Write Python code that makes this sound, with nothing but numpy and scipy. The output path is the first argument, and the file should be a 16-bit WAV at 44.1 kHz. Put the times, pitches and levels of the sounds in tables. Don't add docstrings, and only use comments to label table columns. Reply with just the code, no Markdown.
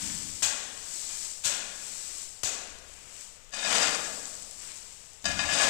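import sys
import numpy as np
from scipy import signal
from scipy.fft import rfft, irfft
from scipy.io import wavfile

SR = 44100
rng = np.random.default_rng(int(sys.argv[2]) if len(sys.argv) > 2 else 0)


def store_pcm(level_fs):
    pcm = np.round(np.clip(level_fs, -1, 1) * 32767).astype(np.int16)
    wavfile.write(sys.argv[1], SR, np.atleast_2d(pcm).T)


N = 250929
TIME = np.arange(N) / SR

# t/s, length/s, time to strongest rumble/s, its width/s, deep/dB, hollow/dB, hollow fade/s
LOW_BOOMS = [(0.0, 0.43, 0.13, 0.33, -55.5, -47, 0.24), (5.237, .5, 0.11, 0.22, -47, -45, 0.22)]
# t/s, level/dB
PEBBLE_DROPS = [(0.7764, -27.5), (2.162, -37), (2.787, -34), (2.912, -39), (2.9386, -33.5), (4.2555, -24),
                (4.3162, -34), (4.341, -28), (4.3524, -27), (4.423, -27), (4.718, -29), (4.7864, -33),
                (4.908, -34)]
# t/s, speeding up/s, steady pull/s, fade/s, wet grit/dB, rolling stones/dB
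DRAG_STROKES = [(-0.04, 0.06, 0.04, 0.49, -37, -46), (0.72, 0.23, 0.31, 0.19, -39.5, -53),
                (1.6, 0.26, .36, 0.14, -42, -56), (2.769, 0.14, 0.22, 0.3, -53.5, -59.5),
                (3.059, 0.15, 0.02, 0.1, -47.5, -57), (3.8, 0.15, .18, 0.52, -41.5, -59),
                (4.57, 0.055, 0.043, 0.34, -46.5, -51.5)]
# t/s, time until fullest/s, filling/s, emptying/s, touch/dB, full load/dB
SCRAPE_STROKES = [(3.514, 0.24, 0.095, 0.23, -37, -29), (5.239, 0.48, .19, .2, -36, -28)]
# t/s, ring/dB, crunch/dB, crunch fade/s, treble limit/Hz
KNOCKS = [(3.535, -55, -45, 0.033, 8700), (3.59, -45, -71, 0.012, 9000), (3.647, -40.5, -47, .01, 7070),
          (5.243, -47, -36, 0.0058, 8000), (5.254, -34, -32, 0.024, 8000), (5.391, -32, -35.5, 0.034, 4000),
          (5.489, -34.5, -42, 0.036, 1970), (5.535, -43, -38, 0.027, 9100), (5.6, -42, -29, 0.022, 2480),
          (5.623, -31, -26, 0.0079, 1550)]
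# t/s, crunch/dB, sinking in/s, stopping/s, thud/dB, first crack/dB
CHOP_STROKES = [(0.4229, -25, 0.0082, 0.054, -50.5, -31.5), (1.436, -26, 0.019, 0.074, -52.5, -47),
                (2.4333, -30.5, 0.0095, 0.079, -49.5, -25)]
# f/Hz, level/dB, t60/s (the time to fade by 60 dB)
BLADE_TONES = [(572, -11, 0.41), (673.5, -1.5, 0.14), (850, -9.5, 0.16), (1015, -17.5, 0.6),
               (1165, -9, 0.21), (1410, -7.5, 0.39), (1692, -1, 0.4), (1827, -5.5, 0.2),
               (2093, -11.5, 0.39), (2452, -3, 0.47), (2543, -5.5, 0.24), (2734, -10.5, 0.42),
               (3000, -2, 0.15), (3180, -13, 0.26), (3680, 1, 0.18), (3910, -3.5, 0.13), (4610, 0.5, 0.1),
               (4848, 1.5, 0.16), (4990, 4.5, 0.075), (5600, -5, 0.3), (5800, -3, 0.092), (6466, 2, 0.14),
               (6640, 0, 0.14), (7050, -0.5, 0.097), (8070, 1, 0.22)]
# f/Hz, t60/s (time for the echo to fade by 60 dB)
ROOM_FADE = [(150, 2.23), (450, 1.67), (900, 1.28), (3000, 1.19), (8000, 0.93), (15000, 6)]

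# f/Hz, level/dB
ECHO_COLOUR = [(150, 4.5), (600, 5), (1500, 2), (4000, -4.5), (8000, -7.5), (15000, -17.5)]
BACKGROUND_COLOUR = [(15, 12.5), (27, 13), (40, 3.5), (60, 5), (110, 0.5), (345, -12.5), (423, -4),
                     (1610, -9), (2960, -5.5), (4450, -14.5), (7720, -7.5), (10000, -39), (14200, -23),
                     (15500, -55)]
RUMBLE_COLOUR = [(20, -19), (45, -13), (66, -5), (88, -4), (130, -11), (300, -15), (900, -57)]
BOOM_COLOUR = [(60, -31), (130, -30), (170, 2), (235, -3.5), (300, -3), (380, -57), (900, -37)]
GRAIN_COLOUR = [(2000, -28), (5000, -8), (7800, 1), (9500, -13), (12000, -26), (15500, -32)]
WET_GRIT_COLOUR = [(1500, -27), (3000, -17.5), (5000, -9), (6600, -6.5), (7900, 0), (8500, -7.5),
                   (9300, -12.5), (11000, -23), (15500, -28.5)]
ROLLING_COLOUR = [(100, -6.5), (250, -1), (650, -4), (1500, -1), (3000, 3), (5000, -13.5), (9000, -39),
                  (15000, -27)]
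GRINDING_COLOUR = [(65, -7), (110, -14.5), (190, 0.5), (290, 2), (373, -8.5), (430, 0.5), (626, 4.5),
                   (947, 1.5), (1730, 1.5), (3080, 3), (4290, -0.5), (7990, 3), (11000, -18.5),
                   (15500, -23)]
IMPACT_COLOUR = [(150, -5), (700, 7.5), (3000, 3.5), (8000, 9.5), (10500, 0), (15500, -14)]
CRUNCH_COLOUR = [(88, -70), (150, -24.5), (220, -15), (330, -25.5), (500, -17), (618, -24.5), (894, -17.5),
                 (1420, -14.5), (1910, -11), (3690, -5), (4310, -7), (7710, 3), (10700, -18), (15500, -23)]
HISS_COLOUR = [(30, 25), (250, 11.5), (2000, 0.5), (8000, -10.5)]

# lowest f/Hz, highest f/Hz
STONE_BAND, GRIT_BAND, FULL_BAND = (1000, 4000), (5000, 10000), (20, 16000)
RUMBLE_BAND, BOOM_BAND, BACKGROUND_BAND = (45, 125), (140, 330), (20, 1000)
CUTOFF_HZ = 15500


def from_db(db):
    return 10 ** (np.asarray(db) / 20)


def rms_one(x):
    return x / np.sqrt(np.mean(x ** 2) + 1e-20)


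def at_hz(points, hz):
    return np.interp(np.log(hz + 1e-9), np.log(np.array(points)[:, 0]), np.array(points)[:, 1])


def colour(x, spectrum, band):
    hz = np.arange(N // 2 + 1) * SR / N
    shaped = rfft(x) * from_db(at_hz(spectrum, hz))
    in_band = shaped * (hz > band[0]) * (hz < band[1])
    return irfft(shaped, N) / np.std(irfft(in_band, N))


def noise(spectrum, band):
    return colour(rng.standard_normal(N), spectrum, band)


def drift(per_s):
    knots = rng.standard_normal(N)
    return rms_one(np.interp(TIME * per_s, np.arange(N), knots))


def swell(start, rise, hold, release):
    age = TIME - start
    return np.clip(age / rise, 0, 1) * np.exp(-np.maximum(age - rise - hold, 0) / release)


def hump(centre, before, after):
    return np.exp(-((TIME - centre) / np.where(TIME < centre, before, after)) ** 2)


def ring(clicks, hz, t60):
    decay, angle = from_db(-60 / (t60 * SR)), 2 * np.pi * hz / SR
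    return signal.lfilter([0, np.sin(angle)], [1, -2 * decay * np.cos(angle), decay ** 2], clicks + 1e-18)


def contacts(per_s, spread_db, clump_db):
    sizes = from_db(spread_db * np.minimum(rng.exponential(1, N), 4.5)) * rng.choice([-1, 1], N)
    touches = rng.random(N) < per_s / SR
    return rms_one(sizes * touches * from_db(clump_db * drift(70)))


def stones(clicks, cycles, ring_db, count=24):
    which_stone = rng.integers(0, count, N)
    rings = sum(rms_one(ring(clicks * (which_stone == k), hz, cycles / hz)) * np.sqrt(hz)
                for k, hz in enumerate(np.geomspace(1200, 11000, count)))
    return clicks + from_db(ring_db) * rms_one(rings)


def blade(force, damping=1):
    return sum(ring(force, hz, t60 / damping) * from_db(db) * (-1) ** k
               for k, (hz, db, t60) in enumerate(BLADE_TONES))


def background():
    return from_db(-62.5) * noise(BACKGROUND_COLOUR, BACKGROUND_BAND)


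def hum(hz=59.2):
    loudness = from_db(-62) * swell(start=2.6, rise=0.12, hold=0.28, release=0.099)
    return loudness * np.sqrt(2) * np.sin(2 * np.pi * hz * TIME)


def room_echo(x, size=1024):
    hz, _, frames = signal.stft(x, SR, nperseg=size)
    kept = from_db(-60 * size / SR / at_hz(ROOM_FADE, hz))
    stored = np.zeros(frames.shape)
    for k in range(2, frames.shape[1]):
        stored[:, k] = kept * stored[:, k - 1] + (1 - kept) * np.abs(frames[:, k - 2]) ** 2
    wash = signal.stft(rng.standard_normal(N), SR, nperseg=size)[2]
    echo = wash / np.std(wash) * np.sqrt(stored) * from_db(at_hz(ECHO_COLOUR, hz))[:, None]
    return signal.istft(echo, SR, nperseg=size)[1][:N]


def low_booms():
    deep, hollow = 0, 0
    for t, length, peak, width, deep_db, hollow_db, fade in LOW_BOOMS:
        sounding = swell(t, rise=0.025, hold=length, release=0.016)
        deep += from_db(deep_db) * sounding * hump(t + peak, width, width)
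        hollow += from_db(hollow_db) * sounding * np.exp(-np.abs(TIME - t) / fade)
    return deep * noise(RUMBLE_COLOUR, RUMBLE_BAND) + hollow * noise(BOOM_COLOUR, BOOM_BAND)


def trickle(per_s, fade):
    landings = (rng.random(N) < per_s / SR) * from_db(-10 * rng.random(N))
    tails = signal.lfilter([1], [1, -np.exp(-1 / (fade * SR))], landings + 1e-18)
    return tails * noise(GRAIN_COLOUR, GRIT_BAND)


def pebbles():
    out = np.zeros(N)
    age = TIME[:SR // 50]
    for (t, db), hz in zip(PEBBLE_DROPS, rng.uniform(6800, 8300, len(PEBBLE_DROPS))):
        click = rng.standard_normal(len(age)) * np.exp(-age / 0.00011)
        ping = 2.2 * np.sin(2 * np.pi * hz * age) * np.exp(-age / 0.00082)
        tick = signal.lfilter(*signal.butter(2, [2500, 8500], "band", fs=SR), click + ping)
        start = round(t * SR)
        out[start:start + len(age)] += from_db(db) * tick / np.abs(tick).max()
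    return out


def drags():
    flow, tumble = 0, 0
    for t, rise, hold, fade, grit_db, stones_db in DRAG_STROKES:
        flow = np.hypot(flow, from_db(grit_db) * swell(t, rise, hold, fade))
        tumble = np.hypot(tumble, from_db(stones_db) * swell(t, rise, hold, fade / 2))
    grit = stones(contacts(per_s=12000, spread_db=2, clump_db=0), cycles=82, ring_db=-11.5)
    hiss = flow * colour(grit, WET_GRIT_COLOUR, GRIT_BAND)
    bumps = contacts(per_s=3800, spread_db=1, clump_db=-1.5)
    edge = from_db(-11) * rms_one(ring(bumps, hz=2437, t60=0.15))
    rolling = colour(stones(bumps, cycles=6.3, ring_db=-6.5), ROLLING_COLOUR, STONE_BAND) + edge
    grains = from_db(-34) * np.sqrt(flow / flow.max()) * trickle(per_s=27, fade=0.0011)
    uneven = from_db(0.23 * drift(16))
    return uneven * (hiss + from_db(-3) * tumble * rolling) + grains


def scrapes(touch_down_s=0.029):
    pressure = 0
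    for t, fullest, fill, empty, touch_db, full_db in SCRAPE_STROKES:
        on_floor = np.clip((TIME - t) / touch_down_s, 0, 1) * hump(t + fullest, np.inf, empty)
        pressure += from_db(touch_db) * on_floor + from_db(full_db) * hump(t + fullest, fill, empty)
    load = pressure / pressure.max() + 1e-9
    coarse = stones(contacts(per_s=6000, spread_db=2.5, clump_db=1.1), cycles=21, ring_db=-3.5)
    grinding = from_db(-2.5) * np.sqrt(load) * colour(coarse, GRINDING_COLOUR, STONE_BAND)
    fine = stones(contacts(per_s=14000, spread_db=1, clump_db=1.5), cycles=25, ring_db=-8)
    grit = from_db(-11.5) * pressure.max() * load ** 0.95 * colour(fine, WET_GRIT_COLOUR, GRIT_BAND)
    jolts = contacts(per_s=3000, spread_db=1.5, clump_db=3.7)
    grating = from_db(-2.5) * rms_one(blade(jolts, damping=4.4))
    singing = from_db(-56) * np.sqrt(load) * rms_one(blade(jolts))
    return pressure * (grinding + grating) + singing + grit


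def clanks():
    force, crunch = np.zeros(N), 0
    rattle = colour(contacts(per_s=7000, spread_db=3, clump_db=3), IMPACT_COLOUR, FULL_BAND)
    rattle += from_db(10) * rms_one(blade(rattle, damping=2.3))
    tap = signal.unit_impulse(SR // 200)
    for t, ring_db, crunch_db, fade, treble_hz in KNOCKS:
        soften = signal.butter(2, treble_hz, fs=SR)
        start = round(t * SR)
        force[start:start + len(tap)] += from_db(ring_db) * signal.lfilter(*soften, tap)
        dulled = rms_one(signal.lfilter(*soften, rattle))
        crunch += from_db(crunch_db) * dulled * (TIME >= t) * np.exp(-np.abs(TIME - t) / fade)
    return blade(force) + crunch


def chops():
    crunch, thud, crack = 0, 0, 0
    for t, crunch_db, sink, stop, thud_db, crack_db in CHOP_STROKES:
        age = np.maximum(TIME - t, 0)
        push = np.minimum(age / sink, 1)
        settling = np.maximum(age - sink, 0)
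        crunch += from_db(crunch_db) * push * np.exp(-settling / stop)
        thud += from_db(thud_db) * push * np.exp(-settling / 0.032)
        crack += from_db(crack_db) * (age > 0) * np.exp(-age / 0.0054)
    gravel = stones(contacts(per_s=11000, spread_db=-1, clump_db=0.5), cycles=25, ring_db=-7)
    burst = crunch * colour(gravel, CRUNCH_COLOUR, FULL_BAND) + crack * noise(IMPACT_COLOUR, FULL_BAND)
    steel = from_db(-46.5) * blade(crunch * rms_one(gravel), damping=2.8)
    return burst + steel, thud * noise(RUMBLE_COLOUR, RUMBLE_BAND)


def scene():
    crunch, thud = chops()
    drag, scrape, clank, ticks = drags(), scrapes(), clanks(), from_db(-1.5) * pebbles()
    direct = crunch + thud + from_db(-0.5) * drag + from_db(-2.95) * scrape + clank + ticks
    into_room = (from_db(0.5) * crunch + from_db(-11.5) * drag + from_db(-10) * scrape
                 + from_db(-6) * clank + from_db(-26) * ticks)
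    left = 2 * (background() + hum() + room_echo(into_room) + low_booms() + direct)
    right = from_db(-79) * noise(HISS_COLOUR, FULL_BAND)
    return np.array([left, right])


def record(dry):
    return signal.sosfilt(signal.ellip(10, .1, 80, CUTOFF_HZ, fs=SR, output="sos"), dry)


dry = scene()
out = record(dry)
store_pcm(out)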